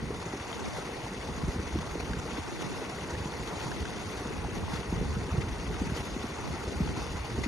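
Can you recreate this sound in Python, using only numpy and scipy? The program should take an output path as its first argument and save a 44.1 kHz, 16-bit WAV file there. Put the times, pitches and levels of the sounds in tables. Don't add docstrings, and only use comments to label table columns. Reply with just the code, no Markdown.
import sys
import numpy as np
from scipy import signal
from scipy.fft import rfft, irfft
from scipy.io import wavfile
from scipy.ndimage import uniform_filter1d

SR = 44100
rng = np.random.default_rng(int(sys.argv[2]) if len(sys.argv) > 2 else 0)


def to_wav(sig):
    pcm = np.clip(np.atleast_2d(sig), -1, 1) * 32767
    pcm = np.round(pcm).astype(np.int16)
    wavfile.write(sys.argv[1], SR, pcm.T)


def field_ratio(decibels):
    return 10 ** (np.asarray(decibels, dtype=float) / 20)


N = 329427
T = np.arange(N) / SR
HZ = np.fft.rfftfreq(N, 1 / SR)

# (pitch [Hz], left level [dB], right level [dB])
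DRIVE_TONES = [(3788.5, -73, -85), (3826.2, -74, -84), (3960.8, -77, -84), (4038.8, -72, -75),
               (4116.9, -70, -74), (4194.9, -75, -80), (7389.9, -76, -78), (7922.3, -70, -70),
               (8000, -59, -59), (8233.8, -78, -78), (8532.5, -77, -77), (8610.6, -83, -83)]

# (time [s], level [dB])
GUST = [(0, -36.5), (.3, -48), (.9, -47), (1.3, -41.5), (1.8, -41), (2.2, -41), (2.55, -51.5), (3.2, -42),
        (3.95, -46.5), (4.45, -39.5), (4.86, -44), (4.95, -32), (5.4, -41.5), (5.9, -38.5), (6.3, -45),
        (6.8, -40), (7.25, -40.5), (7.47, -36.5)]
# (frequency [Hz], density [dB per Hz])
LOW_WIND = [(15, -33), (32, -9), (58, 2.5), (100, -1), (140, -6), (250, -62), (400, -100)]
HIGH_WIND = [(60, -22), (120, -4.5), (170, -2), (300, -10.5), (450, -10), (800, -51.5)]
EDDY_WIND = [(20, -14), (60, -1.5), (120, 4), (280, 0.5), (450, -11), (800, -44.5)]
# (middle [s], peak [dB], length [s])
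SWIRLS = [(0.665, -40, 0.2), (2.63, -41, 0.33), (4.65, -41.5, 0.23), (5.127, -44, 0.081),
          (5.385, -46, 0.088), (1.406, -51, 0.16), (3.798, -47.5, 0.45), (4.335, -42.5, 0.066),
          (5.85, -49, 0.25), (7.406, -47, 0.066), (6.48, -42, 0.13), (6.873, -44.5, 0.27)]
# (middle [s], peak [dB], length
# [s], pitch [Hz])
SURGES = [(0.036, -31.5, 0.026, 84), (1.455, -28.5, 0.012, 71.2), (1.492, -23, 0.017, 73.6),
          (1.565, -31, 0.016, 76.1), (1.599, -28.5, 0.011, 76), (1.742, -26, 0.012, 78.8),
          (1.777, -26.5, 0.054, 82), (2.032, -30.5, 0.018, 83), (2.116, -28.5, 0.036, 64.8),
          (2.185, -30, 0.019, 90), (2.41, -34, 0.032, 101.7), (3.14, -32.5, 0.027, 85),
          (3.217, -30.5, 0.019, 93), (3.409, -34.5, 0.042, 91.3), (3.824, -25, 0.014, 86),
          (4.076, -30.5, 0.02, 106), (4.39, -34, 0.014, 95), (4.459, -29.5, 0.05, 73.3),
          (4.643, -38, 0.02, 104.7), (4.758, -35, 0.011, 86.6), (4.798, -30.5, 0.028, 80.5),
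          (4.897, -35, 0.01, 115.5), (4.946, -22.5, 0.033, 80.1), (5.015, -25.5, 0.021, 64.2),
          (5.096, -29, 0.013, 82), (5.137, -27, 0.022, 80.8), (5.17, -30, 0.009, 89.4),
          (5.286, -42, 0.03, 75), (5.33, -23.5, 0.012, 83.5), (5.391, -21.5, 0.028, 93),
          (5.439, -28, 0.012, 104), (5.477, -31.5, 0.01, 110.7), (5.525, -25, 0.02, 66.5),
          (5.603, -28, 0.024, 73.4), (5.656, -34, 0.008, 85.3), (5.695, -30, 0.045, 64),
          (5.746, -31, 0.035, 66.6), (5.819, -27, 0.021, 84.9), (5.886, -40, 0.014, 121),
          (5.944, -33, 0.012, 87.3), (6.684, -30, 0.015, 75), (6.771, -27.5, 0.014, 86),
          (6.831, -22, 0.027, 76.4), (6.894, -26, 0.014, 82.5), (6.983, -31.5, 0.026, 105.4),
          (7.03, -34, 0.031, 72), (7.11, -33, 0.014, 65.8), (7.153, -29, 0.014, 94),
          (7.362, -40, 0.015, 85.4), (7.389, -24, 0.022, 89.8),
          (0.625, -40, 0.02, 84.8), (0.683, -37, 0.028, 79.6), (1.67, -31, 0.021, 83),
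          (2.34, -35, 0.02, 71), (3.026, -37.5, 0.041, 75), (4.162, -36.5, 0.048, 70), (6.01, -35, .04, 70),
          (6.141, -31, .04, 70.2), (6.53, -32.5, 0.027, 83.8), (5.23, -34, 0.053, 74.6)]
# (time [s], peak [dB], pitch [Hz])
THUMPS = [(0.023, -24.5, 157), (0.105, -34, 410), (0.259, -32, 155), (0.334, -27, 380), (0.609, -32, 202),
          (0.828, -31, 272), (0.89, -27.5, 444), (1.161, -29, 196), (1.292, -26, 212), (1.373, -27.5, 218),
          (1.434, -21, 172), (1.474, -21.5, 140), (1.757, -21.5, 248), (1.783, -23, 190),
          (1.558, -26.5, 230), (1.954, -21, 356), (2.167, -27, 101), (2.382, -19.5, 287),
          (2.52, -31.5, 340), (2.64, -29.5, 140), (2.818, -26, 430), (3.125, -35, 122), (3.188, -31, 136),
          (3.254, -27, 168), (3.395, -28, 101), (3.461, -49, 243), (3.657, -25, 133), (3.695, -34, 223),
          (3.966, -29, 345), (4.256, -27.5, 205), (4.568, -27.5, 218), (3.806, -33, 102), (4.062, -51, 109),
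          (4.439, -26.5, 140), (4.732, -25, 157), (4.924, -18, 201), (4.961, -43, 151), (5.029, -57, 193),
          (5.12, -48, 130), (5.165, -23.5, 150), (5.5, -36, 140), (5.643, -41, 129), (5.866, -25.5, 169),
          (6.064, -32, 184), (6.5, -27, 155), (6.89, -33, 122), (7.114, -32, 251), (5.336, -22.5, 136),
          (5.378, -16, 105), (5.718, -33, 175), (5.918, -23, 143), (6.163, -21, 252), (6.241, -22.5, 244),
          (6.804, -13, 168.5), (6.971, -26.5, 118), (7.335, -29.5, 102), (7.46, -20.5, 250)]

# (time [s], level [dB])
FLOW = [(0, -45.5), (.15, -44), (.55, -43), (1.1, -43.5), (1.6, -43.5), (2.3, -44), (2.65, -42.5),
        (2.95, -43), (3.3, -43), (3.7, -42.5), (4.2, -42.5), (4.45, -44), (4.7, -44.5), (4.9, -43.5),
        (5.45, -44), (5.95, -43), (6.3, -43), (7.47, -43)]
# (middle [s], gain over the flow [dB], length [s])
SLUGS = [(0.552, 1, 0.04), (0.782, 2, 0.058), (1.8, 0.5, 0.16), (2, 2, 0.016), (2.12, 1.5, 0.039),
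         (2.332, 2.5, 0.11), (2.626, 3, 0.018), (2.768, 0.5, 0.093), (3.12, 1, 0.043), (3.62, 1, 0.11),
         (3.85, -0.5, .04), (4.555, 2, 0.059), (4.741, 3, 0.11), (5.976, 3.5, 0.043), (7.009, 1.5, 0.099),
         (7.441, 1.5, 0.018)]
# (time [s], peak [dB], pitch [Hz])
PLOPS = [(0.263, -37, 1180), (0.333, -28, 680), (0.515, -30, 824), (0.527, -24, 2960), (0.793, -35, 760),
         (0.876, -30, 1100), (1.064, -27, 780), (1.286, -25, 744), (1.421, -28, 910), (2.26, -30, 1080),
         (3.15, -25, 1640), (3.223, -26, 770), (3.612, -29, 2800), (3.667, -24, 820), (4.301, -38, 1080),
         (4.718, -27, 950), (5.539, -31, 820), (6.312, -33, 1026), (6.874, -26, 750), (6.964, -26, 900),
         (1.787, -25, 1040), (1.91, -30, 1040), (1.999, -23.5, 2170), (2.132, -21.5, 1435),
         (2.285, -33, 795), (2.617, -39, 740), (2.759, -54, 770), (3.715, -21.5, 1470),
         (3.853, -21.5, 1410), (3.921, -37, 880), (4.26, -41, 780), (4.577, -31, 1320),
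         (4.964, -27.5, 1100), (5.313, -25.5, 1100), (5.898, -27, 1440), (5.989, -40, 710),
         (6.552, -31, 995), (7.435, -19, 2000), (7.438, -17, 2030), (7.442, -21, 2210),
         (7.451, -24.5, 1920)]
# (time [s], peak [dB],
# pitch [Hz])
GURGLES = [(0.054, -33, 505), (0.104, -21.5, 400), (0.142, -41, 436), (0.214, -29, 395), (0.259, -25, 340),
           (0.336, -23.5, 363), (0.561, -27, 431), (0.733, -36, 436), (0.783, -25, 458), (0.891, -30, 447),
           (0.96, -35, 450), (1.195, -38, 439), (1.477, -25, 313), (1.558, -40, 310), (1.757, -26.5, 323),
           (1.954, -28.5, 343), (2.143, -37, 428), (2.385, -24.5, 301), (2.522, -29, 330),
           (2.596, -35, 388), (2.698, -50, 342), (2.727, -32, 330), (2.822, -23.5, 444), (2.926, -32, 365),
           (2.979, -25.5, 392), (3.037, -26, 377), (3.213, -45, 345), (3.253, -33, 360), (3.463, -37, 326),
           (3.669, -51, 457), (3.832, -31, 446), (3.967, -27, 347), (4.104, -28, 356), (4.139, -31, 355),
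           (4.217, -26, 367), (4.305, -22.5, 374), (4.449, -35, 331), (4.483, -23.5, 358),
           (4.536, -34, 410), (4.571, -27, 417), (4.924, -32, 304), (4.963, -40, 366), (5.246, -34, 420),
           (5.377, -29, 444), (5.468, -30, 430), (5.552, -27, 388), (5.679, -38, 417), (5.799, -48, 463),
           (6.018, -45, 334), (6.165, -31.5, 310), (6.245, -44, 306), (6.539, -25, 302), (6.601, -31, 336),
           (6.718, -26, 385), (6.801, -24, 360), (6.86, -31, 304), (6.892, -28, 370), (6.974, -29, 312),
           (7.113, -44, 312), (7.346, -26, 303),
           (0.226, -29, 1060), (0.389, -30, 1060), (0.649, -36, 700), (0.762, -29.5, 680), (1.829, -26, 880),
         (1.934, -43, 646), (1.959, -39, 750), (2.169, -46, 1160), (2.439, -30, 750), (3.386, -31.5, 740),
         (3.579, -31.5, 670), (3.941, -35, 850), (4.446, -26, 767), (4.679, -28, 850), (4.924, -29, 767),
         (5.962, -33, 972), (6.289, -36, 820), (6.559, -34, 740), (6.629, -41, 790), (6.989, -37, 805),
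         (7.181, -29, 940), (7.442, -41, 2130)]
# (frequency [Hz], density [dB per Hz])
LEFT_PORT = [(200, 3), (480, -1), (580, -6.5), (800, -8), (1500, -10), (1760, -15), (2100, -9),
             (2950, -14.5), (4600, -17.5), (5700, -22), (6700, -17.5), (7400, -22.5), (9500, -27.5),
             (10200, -28.5), (11600, -30.5)]
# (frequency [Hz], left over right [dB])
SHADE = [(300, .5), (580, .9), (860, -4.8), (1300, 2.1), (1700, 1.2), (1880, -3.6), (2200, 13), (2450, 3.4),
         (2700, 11), (2900, 8), (3100, 13), (3600, 7.4), (4600, 2.3), (5300, 2)]
# (frequency [Hz], likeness [0-1])
SAME = [(300, .92), (500, .8), (800, .8), (1100, .97), (1700, .7), (2000, .94), (2200, .3), (2450, .83),
        (3100, .35), (3350, .6), (4100, .3), (4500, .85), (5000, .75), (6000, .93), (11000, .93)]
# (frequency [Hz], lead [turns])
LEAD = [(200, .02), (700, .14), (1100, 0), (1320, .1), (1600, .11), (1750, .15), (2150, .02), (2340, .5),
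        (3850, -1.42), (4300, -1.95), (4750, -2.1), (5000, -2.09), (5800, -2), (8400, -1.5), (11200, -1)]

# (frequency [Hz], threshold [dB])
DROP = [(100, -15), (300, -9), (1100, -13.5), (2500, -20.5), (4000, -11), (5400, -8), (6700, -0.5),
        (8500, -3), (9500, -2.5), (10500, 1)]
# (frequency [Hz], step [dB])
STEP = [(200, -24), (800, -19), (1600, -13), (3000, -22), (5200, -10), (6600, -8), (7400, -2), (9800, 2.5),
        (11500, 4.5)]
# (frequency [Hz], share [0-1])
HOLES = [(2500, 0), (4000, .04), (6500, .02), (7300, .1), (9700, .2), (10200, .3), (10600, .07),
         (11800, .08)]
GAP_HZ = (7560, 8270, 8950)
SPARED_S = ([.59, .69, 1.27, 3.13, 3.85, 4.16, 4.2, 4.45, 5.82, 6.82], [.13, .59, 1.46, 2.05, 3.57, 4.05,
            4.12, 5.29, 5.93, 6.1, 7.03])
# (middle [s], depth [dB], length [s])
STARVED = [
    (0.714, -13, 0.053),
    (2.436, -8, 0.11),
    (4.68, -4.5, 0.071),
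    (7.228, -6.5, 0.1),
]
STARVED_HZ = (140, 570)
# (middle [s], length [s], from [Hz], to [Hz])
NARROWED = [(.33, .24, 190, 380), (.9, .09, 170, 370), (1.22, .32, 262, 408), (5.55, .12, 267, 370)]


def evened(x):
    return x / np.sqrt(np.mean(x ** 2) + 1e-20)


def read(points, hz):
    f, value = np.transpose(points)
    return np.interp(np.log(hz + 1), np.log(f + 1), value)


def curve(rows, axis):
    rows = np.asarray(rows)
    return np.interp(T, rows[:, 0], rows[:, axis])


def coloured(x, points):
    return evened(irfft(rfft(x) * field_ratio(read(points, HZ)), N))


def wander(lo_hz, hi_hz):
    z = rfft(rng.standard_normal(N))
    return evened(irfft(z * (HZ > lo_hz) / (1 + (HZ / hi_hz) ** 2), N))


def around(s, reach_s):
    return slice(max(round((s - reach_s) * SR), 0), round((s + reach_s) * SR))


def hump(s, length_s):
    out, near = np.zeros(N), around(s, 2 * length_s)
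    out[near] = np.exp(-(2 * (T[near] - s) / length_s) ** 2)
    return out


def add(mix, s, sound):
    part = mix[round(s * SR):][:len(sound)]
    part += sound[:len(part)]


def drive():
    hz, left_db, right_db = np.transpose(DRIVE_TONES)
    start_turns = rng.random((len(hz), 1))
    tones = np.sqrt(2) * np.sin(2 * np.pi * (hz[:, None] * T + start_turns))
    return np.array([field_ratio(left_db) @ tones, -field_ratio(right_db) @ tones])


def buffet(points, lumpy_db, lump_hz):
    lumps = np.tanh(wander(3.0, lump_hz) / 2.9)
    return coloured(rng.standard_normal(N) * field_ratio(3.1 * lumpy_db * lumps), points)


def surges():
    stretch, least_s, level_db = 1.2, 0.028, -2
    rock_ratio = 0.86
    stir = buffet(HIGH_WIND, lumpy_db=6.5, lump_hz=38.5) * field_ratio(-6.5)
    out = np.zeros(N)
    for (s, db, length_s, hz), turn in zip(SURGES, rng.random(60)):
        near = around(s, 0.2)
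        shape = np.exp(-(2 * (T[near] - s) / max(stretch * length_s, least_s)) ** 2)
        rock = np.sin(2 * np.pi * (rock_ratio * hz * T[near] + turn))
        out[near] += field_ratio(db + level_db) * shape * (rock + stir[near])
    return out


def thumps():
    rise_cycles, ring_cycles, fall_cycles = 0.72, 1.9, 2.48
    out, t = np.zeros(N), np.arange(4000) / SR
    for s, db, hz in THUMPS:
        sweep_hz = 62 + (1.52 * hz - 62) * np.exp(-t * hz / fall_cycles)
        shape = np.minimum(t * hz / rise_cycles, 1) * np.exp(-t * hz / ring_cycles)
        add(out, s, field_ratio(db + 0.5) * np.sin(2 * np.pi * np.cumsum(sweep_hz) / SR) * shape)
    return out


def wind():
    gust_db = curve(GUST, axis=1)
    mean_db = gust_db.mean()
    sharp_db = mean_db - 2 + 0.47 * (gust_db - mean_db)
    common = field_ratio(gust_db - 1.5) * buffet(LOW_WIND, lumpy_db=3.0, lump_hz=30.5)
    common += field_ratio(sharp_db) * buffet(HIGH_WIND, lumpy_db=2.5, lump_hz=25.2)
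    swirls = sum(field_ratio(db) * hump(s, length_s) for s, db, length_s in SWIRLS)
    eddy = (field_ratio(gust_db - 9) + swirls) * buffet(EDDY_WIND, lumpy_db=1.5, lump_hz=30)
    most = 0.15
    pushes = most * np.tanh((surges() + thumps()) / most)
    apart_db, apart_s = -13, 0.004
    eddy += field_ratio(apart_db) * np.roll(pushes, round(apart_s * SR))
    return common + pushes + np.array([eddy, -eddy])


def bubbles(slosh_db):
    per_s, size_db, cycles, rise, count = 10000, 0.5, 4.89, 0.307, 30
    size = field_ratio(size_db * np.minimum(rng.exponential(1, N), 4)) * (rng.random(N) < per_s / SR)
    kind, out = rng.integers(0, count, N), np.zeros(N)
    pitches_hz = np.geomspace(200, 11500, count)
    size *= field_ratio(slosh_db / (1 + (1900 / pitches_hz[kind]) ** 2))
    size *= rng.random(N) < np.sqrt(pitches_hz[kind] / pitches_hz[-1])
    for k, hz in enumerate(pitches_hz):
        turns = cycles * (3 if k % 3 == 0 else 1)
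        u = np.arange(0, 3, hz / turns / SR)
        chirp = np.sin(2 * np.pi * turns * u * (1 + rise * cycles / turns * u / 3))
        ring = chirp * u ** .5 * np.exp(-2 * u)
        out += signal.oaconvolve(size * (kind == k), ring * hz ** 0.32 / np.linalg.norm(ring))[:N]
    z = rfft(out)
    fine, broad = (uniform_filter1d(abs(z) ** 2, size=bins) for bins in (900, 6000))
    return evened(irfft(z * np.sqrt(abs(broad / fine)), N))


def spray():
    a, b, patches = rng.standard_normal((N // 128 + 6, 257, 3)).T
    patches = uniform_filter1d(patches, size=9, axis=0)
    patches = evened(uniform_filter1d(patches, size=12, axis=1))
    patchy_db = 2.5 * patches
    return evened(signal.istft((a + 1j * b) * field_ratio(patchy_db), nperseg=512, noverlap=384)[1][:N])


def plops():
    rise_s, fall_s = 0.0015, 0.0044
    out, t = np.zeros(N), np.arange(1200) / SR
    for s, db, hz in PLOPS:
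        rough = uniform_filter1d(rng.standard_normal(len(t)), size=4)
        burst = np.sin(2 * np.pi * hz * t * (1 + 14 * t)) + 0.99 * rough
        add(out, s, field_ratio(db - 6.0) * burst * np.minimum(t / rise_s, 1) * np.exp(-t / fall_s))
    return out


def gurgles():
    level_db, cycles, rise = -4, 2.6, 0.1
    out = np.zeros(N)
    for s, db, hz in GURGLES:
        u = np.arange(0, 4, hz / cycles / SR)
        ring = np.sin(2 * np.pi * cycles * u * (1 + rise * (u - 1)))
        add(out, s, field_ratio(db + level_db) * ring * 4 * u * np.exp(-2 * u))
    return out


def water():
    slosh_db = 1.6 * wander(3.8, 32.0) + 1.5 * wander(15, 38)
    plunges = [0.64 * bubbles(slosh_db) + 0.74 * spray() * field_ratio(0.27 * slosh_db) for _ in range(2)]
    slug_db = sum(db * hump(s, length_s) for s, db, length_s in SLUGS)
    flow_db = curve(FLOW, axis=1) + slug_db
    colour = field_ratio(read(LEFT_PORT, HZ)) / (1 + (230 / (HZ + 1)) ** 3) / (1 + (HZ / 11780) ** 70)
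    colour *= field_ratio(-2 * np.exp(-((HZ - 3900) / 200) ** 2))
    top = 1 / (1 + (3000 / (HZ + 1)) ** 4)
    parts = []
    for x in plunges:
        z = rfft(x) * colour
        body = irfft(z * (1 - top), N) * field_ratio(0.3 * slug_db)
        fizz = irfft(z * top, N) * field_ratio(0.98 * (flow_db - flow_db.mean()))
        parts.append(body + fizz)
    band = signal.butter(2, [700, 3000], "band", fs=SR, output="sos")
    level = field_ratio(flow_db + 0.5) / np.std(signal.sosfilt(band, parts[0]))
    left = parts[0] * level + plops() + gurgles()
    other = parts[1] * level
    same = np.clip(read(SAME, HZ), 0, 1)
    lead = np.exp(2j * np.pi * np.interp(HZ, *np.transpose(LEAD)))
    right = same * rfft(left) * lead + np.sqrt(1 - same ** 2) * rfft(other)
    return np.array([left, irfft(right / field_ratio(read(SHADE, HZ)), N)])


def scene():
    return drive() + wind() + water()


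def sum_and_difference(dry):
    frame, first, bins = 1024, 275, 600
    window = signal.windows.kaiser_bessel_derived(2 * frame, 4 * np.pi)
    n = np.arange(2 * frame)
    basis = np.cos(np.pi / frame * np.outer(n + .5 + frame / 2, n[:frame] + .5))
    basis = (window[:, None] * basis * np.sqrt(2 / frame))[:, :bins]
    count, lead = N // frame + 3, frame - first
    x = np.pad([dry[0] + dry[1], dry[0] - dry[1]], ((0, 0), (lead + frame, 3 * frame)))
    x = x[:, :(count + 1) * frame].reshape(2, -1, frame)
    z = np.concatenate([x[:, :-1], x[:, 1:]], axis=2) @ basis
    z = np.pad(z, ((0, 0), (0, 0), (0, frame - bins)))
    t = (np.arange(count) * frame - lead) / SR

    edges = [0]
    while edges[-1] < frame:
        edges.append(edges[-1] + int(np.clip(4 * round(edges[-1] / 36), 4, 12)))
    edges = np.minimum(edges, frame)
    hz = (n[:frame] + .5) * SR / 2 / frame
    width, middle_hz = np.diff(edges), hz[(edges[1:] + edges[:-1]) // 2]
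    power = np.add.reduceat(z ** 2, edges[:-1], axis=2) / width
    power = uniform_filter1d(power, size=3, axis=1)
    power = abs(uniform_filter1d(power, size=3, axis=2)) + 1e-20

    waver = uniform_filter1d(1 - rng.exponential(1, power.shape), size=2, axis=1)
    waver_db = 3.5 * evened(uniform_filter1d(waver, size=2, axis=2))
    keep = power > power[::-1] * field_ratio(2 * (read(DROP, middle_hz) + np.minimum(waver_db, 1)))
    for lo_hz, hi_hz, moments_s in zip(GAP_HZ, GAP_HZ[1:], SPARED_S):
        spared = (abs(t[:, None] - moments_s) < .02).any(1)
        keep[0][:, (middle_hz > lo_hz) & (middle_hz < hi_hz)] = spared[:, None]
    keep[0] &= rng.random(keep[0].shape) > read(HOLES, middle_hz)

    step_db = read(STEP, middle_hz) + 2.1 * rng.standard_normal(power.shape)
    step = np.repeat(np.sqrt(power.max(0)) * field_ratio(step_db), width, axis=2)
    rounded = np.floor((abs(z) / step) ** .75 + .4054) ** (4 / 3)
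    z = np.sign(z) * step * rounded * np.repeat(keep, width, axis=2)

    starve_db = sum(db * np.exp(-(2 * (t - s) / length_s) ** 2) for s, db, length_s in STARVED)
    z[0][:, (hz > STARVED_HZ[0]) & (hz < STARVED_HZ[1])] *= field_ratio(starve_db)[:, None]
    for s, length_s, lo_hz, hi_hz in NARROWED:
        z[1] *= 1 - np.outer(abs(t - s) < length_s / 2, (hz > lo_hz) & (hz < hi_hz))
    edge_hz = 11770 + 85 * evened(uniform_filter1d(rng.standard_normal(count), size=2))
    z[1][:, hz > 10900] = 0
    back = (z * (hz < edge_hz[:, None]))[..., :bins] @ basis.T
    x = back[:, 1:, :frame] + back[:, :-1, frame:]
    both, apart = x.reshape(2, -1)[:, lead:lead + N] / 2
    return np.array([both + apart, both - apart])


def band_limit(x):
    return signal.sosfilt(signal.butter(12, 12960, fs=SR, output="sos"), x)


def record(dry):
    mix = sum_and_difference(dry)
    return band_limit(mix)


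dry = scene()
out = record(dry)
to_wav(out)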